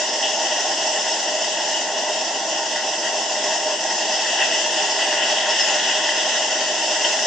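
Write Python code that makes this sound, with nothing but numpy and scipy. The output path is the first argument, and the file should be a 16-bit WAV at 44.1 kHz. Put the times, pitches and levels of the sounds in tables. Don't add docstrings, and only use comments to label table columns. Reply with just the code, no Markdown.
import sys
import numpy as np
from scipy import signal
from scipy.fft import rfft, irfft
from scipy.io import wavfile
from scipy.ndimage import uniform_filter1d

SR = 44100
rng = np.random.default_rng(int(sys.argv[2]) if len(sys.argv) > 2 else 0)


def store_pcm(level_fs):
    pcm = np.round(np.clip(level_fs, -1, 1) * 32767).astype(np.int16)
    wavfile.write(sys.argv[1], SR, np.atleast_2d(pcm).T)


def invert_db(level):
    return 10 ** (np.asarray(level, dtype=float) / 20)


N = 320166
BIN_HZ = np.fft.rfftfreq(512, 1 / SR)

LAYER_HZ = [740, 1580, 3060, 5200]


def evened(x):
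    return x / np.sqrt(np.mean(x ** 2) + 1e-20)


def read(table, hz, axis=1):
    table = np.transpose(table)
    return np.interp(np.log(hz + 1), np.log(table[0] + 1), table[axis])


def noise(field_db):
    a, b = rng.standard_normal(field_db.shape[::-1] + (2,)).T
    return signal.istft((a + 1j * b) * invert_db(field_db), nperseg=512, noverlap=384)[1][:N]


def swell(sway_db=0.27, heave_half_s=0.025, heave_octaves=0.76):
    # (time [s], level [dB])
    surge = [(0.0, -1.5), (0.75, -.5), (1.2, -1.5), (2.0, -1.5), (2.4, -2.5), (2.8, -2), (3.3, -1),
             (3.95, -2.5), (4.2, 2), (4.45, 1.5), (4.7, 0.5), (5.1, 2.8), (5.6, 4), (5.95, 2), (6.3, 2.2),
             (6.75, 1), (7.05, 1.5), (7.26, -0.5)]
    # (time [s], level [dB])
    foam = [
        (0.0, 0.5),
        (0.6, 0.5),
        (1.7, 0),
        (1.95, -1),
        (4.0, 0.35),
        (5.0, 0),
        (6.3, -0.05),
        (7.26, 1.5),
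    ]
    follows_surge = [0.1, 1.08, 1.14, 0.22]
    follows_foam = [0.046, .1, .1, 1.2]
    # (time [s], level [dB], centre [Hz])
    heaves = [(0.39, 2.5, 740), (0.66, 4.5, 740), (0.91, -4.5, 1580), (0.97, 1.5, 1990), (1.11, 3.5, 5200),
              (1.619, 0.5, 740), (1.73, -4, 800), (1.89, -6.5, 4520), (2.085, 5, 740), (2.44, -0.5, 1520),
              (2.601, 6.5, 740), (2.78, 4, 2230), (2.99, -3, 2210), (3.521, 2.5, 1900), (3.78, -7.5, 740),
              (3.775, -6.5, 5200), (4.34, -2.5, 1580), (4.42, 4, 1900), (4.515, 4, 1900), (4.576, 2, 5200),
              (4.619, -2.5, 740), (4.685, -3, 1900), (5.21, -2, 740), (5.21, -4.5, 5200), (5.44, -4, 5470),
              (5.609, 3, 5200), (5.82, -2.5, 740), (5.9, 5.5, 1900), (5.7, 2, 1050), (6.86, -3.5, 1690)]

    t = np.arange(N // 128 + 6) * 128 / SR
    layers_db = np.outer(follows_surge, np.interp(t, *np.transpose(surge)))
    layers_db += np.outer(follows_foam, np.interp(t, *np.transpose(foam)))
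    sway = rng.standard_normal((len(t), len(LAYER_HZ))).T
    sway = uniform_filter1d(uniform_filter1d(sway, size=20, axis=1), size=20, axis=1)
    layers_db += sway_db * evened(sway)
    shares = [np.interp(BIN_HZ, LAYER_HZ, alone) for alone in np.eye(len(LAYER_HZ))]

    heave_s, heave_db, centre_hz = np.transpose(heaves)
    octaves = np.log2((BIN_HZ[:, None] + 1) / centre_hz)
    reach = np.exp(-(octaves / heave_octaves) ** 2)
    course = np.exp(-((t - heave_s[:, None]) / heave_half_s) ** 2)
    return np.transpose(shares) @ layers_db + (reach * heave_db) @ course


def water(patchy_db=1.0, flicker_db=1.07):
    swell_db = swell()
    bins, frames = swell_db.shape
    patches = rng.standard_normal((frames, bins)).T
    patches = evened(uniform_filter1d(uniform_filter1d(patches, size=8, axis=0), size=20, axis=1))
    flicker = evened(uniform_filter1d(rng.standard_normal(frames), size=6))
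    surface = np.interp(BIN_HZ, LAYER_HZ[:2], [.6, 1])[:, None]
    return evened(noise(swell_db + surface * (patchy_db * patches + flicker_db * flicker)))


def splashes(rise_s=0.0056, gain_db=14):
    # (time [s], peak level [dB], centre [Hz], width [Hz], t60 [s])
    near = [(0.225, -12, 3100, 450, 0.21), (.963, -19.5, 1810, 300, 0.084), (1.738, -15, 2910, 45, 0.12),
            (2.755, -18.5, 1783, 500, .2), (3.7, -18.5, 1139, 600, .13), (4.118, -18, 5200, 405, 0.19),
            (4.385, -17.5, 1284, 1194, 0.23), (4.405, -8, 2610, 194, 0.11), (4.51, -28, 1815, 300, 0.18),
            (4.999, -16.5, 2890, 504, 0.1), (5.124, -17, 1815, 300, 0.11), (5.4, -16, 3380, 150, .12),
            (5.49, -19, 5270, 300, 0.22), (5.598, -14.5, 5244, 150, 0.14), (5.889, -21.5, 1900, 402, .13),
            (7.042, -9.5, 3123, 498, 0.091)]
    out = np.zeros(N + SR)
    t = np.arange(SR // 3) / SR
    for s, db, hz, width_hz, t60_s in near:
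        pole = np.exp(-np.pi * width_hz / SR)
        a, b = rng.standard_normal((2, len(t)))
        envelope = signal.lfilter([1], [1, -pole], a + 1j * b)
        puff = (envelope * np.exp(2j * np.pi * hz * t)).real
        shape = (1 - np.exp(-t / rise_s)) * invert_db(db + gain_db - 60 * t / t60_s)
        out[round(s * SR):][:len(t)] += shape * evened(puff)
    return out[:N]


def colour(hz):
    # (frequency [Hz], left [dB], right [dB])
    box = [(90, -35, -36), (150, -31, -34.5), (220, -17.5, -15.5), (543, -12, -11), (616.6, -2.04, 0.0),
           (941, -9.5, -7.5), (1234, -26.5, -26), (1900, -6.5, -7.5), (2310, -29.5, -27), (2796, -6, -7),
           (4220, -21, -24), (5330, -6, -5), (7204, -15.5, -15), (9250, -36, -57.5)]
    # (frequency [Hz], width [Hz], left [dB], right [dB])
    standing = [(178.2, 6.2, 6.0, 6.5), (193, 20, -4.5, -4.0), (249.6, 12, -3.0, -10.0),
                (300, 11, -8.0, -9.0), (327.8, 13, 7.0, 5.0), (384, 17, -4.5, -9.5), (405, 43, 2.5, 5.0),
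                (462, 12, -4.5, -6.0), (455, 14, 2.0, -11.0), (452, 12, -7.5, -2.0), (510, 8.7, -5.0, -4.0),
                (578.8, 11.7, -12.0, -13.0), (607.6, 29, 4.5, 4.0), (677.0, 19, -2.0, -7.5),
                (719, 31, -3.5, -5.0), (777.0, 14, 6.0, 5.0), (923.6, 36, 5.5, 5.0), (1072, 21, 10.0, 6.0),
                (1144, 13, -9.5, -11.0), (1225, 18, -2.0, -10.5), (1340, 17, 9.5, 9.0),
                (1353, 13, 0.0, -8.0), (1458, 26, 4.5, 6.5), (1563, 18, -2.0, -2.0), (1607, 11, 2.5, -10.0),
                (1766, 13, -3.5, -9.0), (1969, 22, 6.0, 7.5), (2210, 33, -6.0, -7.0),
                (659.0, 11, -2.5, -2.5), (656.7, 8.9, 7.5, 7.5)]
    # (frequency [Hz], width [Hz], left [dB], right [dB])
    reflected = [(2310, 60, 3, -9), (2390, 60, 0.5, 3), (2470, 45, 7, -11), (2660, 81, 5, 6),
                 (2997, 32, 8.5, -1.5), (3100, 31, 5.5, -10.5), (3350, 48, 4.5, 12.5), (3550, 27, 4.5, 9.5),
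                 (3850, 36, 9.5, 1.5), (4080, 67, -6, -2), (4200, 37, 1.5, -13), (4625, 50, 3.5, 9.5),
                 (4830, 37, -9.5, -5.5), (4970, 60, -5, -0.5), (5423, 60, -10.5, -4),
                 (5617, 140, -2, -17.5), (5720, 60, 2.5, 1), (5870, 45, -2.5, 9), (6036, 60, -10, -12),
                 (6790, 230, -1, -6), (7010, 60, 12, -6), (7540, 55, 0.5, 9), (7850, 160, 6, 6),
                 (7670, 60, 5.5, -4.5), (8280, 170, 8, 11.5), (8670, 140, 5.5, 0), (8946, 51, 8, -9.5),
                 (9130, 40, 11, 2.5)]
    db = np.array([read(box, hz, axis=1), read(box, hz, axis=2)])
    for centre_hz, width_hz, *ears_db in [*standing, *reflected]:
        db += np.array(ears_db)[:, None] / (1 + (2 * (hz - centre_hz) / width_hz) ** 2)
    both_sides_db = np.concatenate([db, db[:, -2:0:-1]], axis=1)
    log_gain = np.log(invert_db(both_sides_db))
    return np.exp(np.conj(signal.hilbert(log_gain)))[:, :len(hz)]


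def echoes(size, start_s=.004, spacing_m=.035, lag_s=3.2e-5):
    # (frequency [Hz], level [dB], t60 [s])
    late = [(100, -15.5, 0.36), (1000, -14.5, 0.34), (1230, -4, 0.33), (1900, -8, 0.37), (2320, -5, 0.23),
            (2860, -2.5, 0.25), (4300, 4, 0.26), (5300, -3, .3), (6650, 4, 0.51), (8700, 6, 0.28)]
    taps = rng.standard_normal((2, size)) * (np.arange(size) > start_s * SR)
    hz, t, z = signal.stft(taps, SR, nperseg=256)
    t60_s = read(late, hz, axis=2)[:, None]
    tail = signal.istft(z * invert_db(-60 * t / t60_s) / np.sqrt(t60_s), SR, nperseg=256)[1][:, :size]
    tail = rfft(tail * np.sqrt(6 * np.log(10) / SR))

    hz = np.fft.rfftfreq(size, 1 / SR)
    same = np.sinc(2 * hz * spacing_m / 343)
    tail[1] = same * tail[0] + np.sqrt(1 - same ** 2) * tail[1]
    direct = np.array([np.exp(-2j * np.pi * hz * lag_s), np.ones(len(hz))])
    gain = direct + invert_db(read(late, hz)) * tail
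    wide = uniform_filter1d(uniform_filter1d(abs(gain) ** 2, size=60, axis=1), size=60, axis=1)
    return gain / np.sqrt(wide)


def blurred_rush(level_db=-36):
    # (frequency [Hz], density [dB per Hz])
    density = [(100, -20), (200, -17), (400, -15), (650, -6), (1230, -9), (1800, -4), (2300, -3),
               (3000, -1), (4200, -5), (6000, -3), (8000, -12), (9200, -27)]
    blurred_db = uniform_filter1d(swell(), size=60, axis=1)
    field_db = read(density, BIN_HZ)[:, None] + blurred_db
    return invert_db(level_db) * evened(np.array([noise(field_db), noise(field_db)]))


def scene(rush_db=-21):
    size = 32768
    path = irfft(colour(np.fft.rfftfreq(size, 1 / SR)) * echoes(size))
    source = water() + splashes()
    lead = SR // 2
    led_in = np.r_[source[-lead:], source]
    heard = signal.fftconvolve(led_in[None], path, axes=1)[:, lead:lead + N]
    return invert_db(rush_db) * evened(heard) + blurred_rush()


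def thinned(x, size=1024):
    # (low edge [Hz], high edge [Hz], share of blocks kept [0-1])
    faint = [(0, 90, .13), (90, 135, .4), (135, 175, .75), (8950, 9100, .3), (9100, 9400, .15)]
    hz, _, z = signal.stft(x, SR, nperseg=2 * size, noverlap=size, window="cosine")
    for low_hz, high_hz, share in faint:
        band = (hz >= low_hz) & (hz < high_hz)
        power = uniform_filter1d((abs(z[:, band]) ** 2).sum(axis=1), size=2, axis=1)
        kept = power >= np.quantile(power, 1 - share, axis=1)[:, None]
        z[:, band] *= kept[:, None]
    return signal.istft(z, SR, nperseg=2 * size, noverlap=size, window="cosine")[1][:, :N]


def roll_off(x):
    return signal.sosfilt(signal.butter(12, 9540, fs=SR, output="sos"), x)


def record(dry, bass_cut_hz=62, edge_hz=9300):
    high_pass = signal.butter(2, bass_cut_hz, "high", fs=SR, output="sos")
    low_pass = signal.firwin(1023, edge_hz, window=("kaiser", 9), fs=SR)
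    limited = signal.oaconvolve(signal.sosfilt(high_pass, dry), low_pass[None], "same")
    return roll_off(thinned(limited))


dry = scene()
out = record(dry)
store_pcm(out)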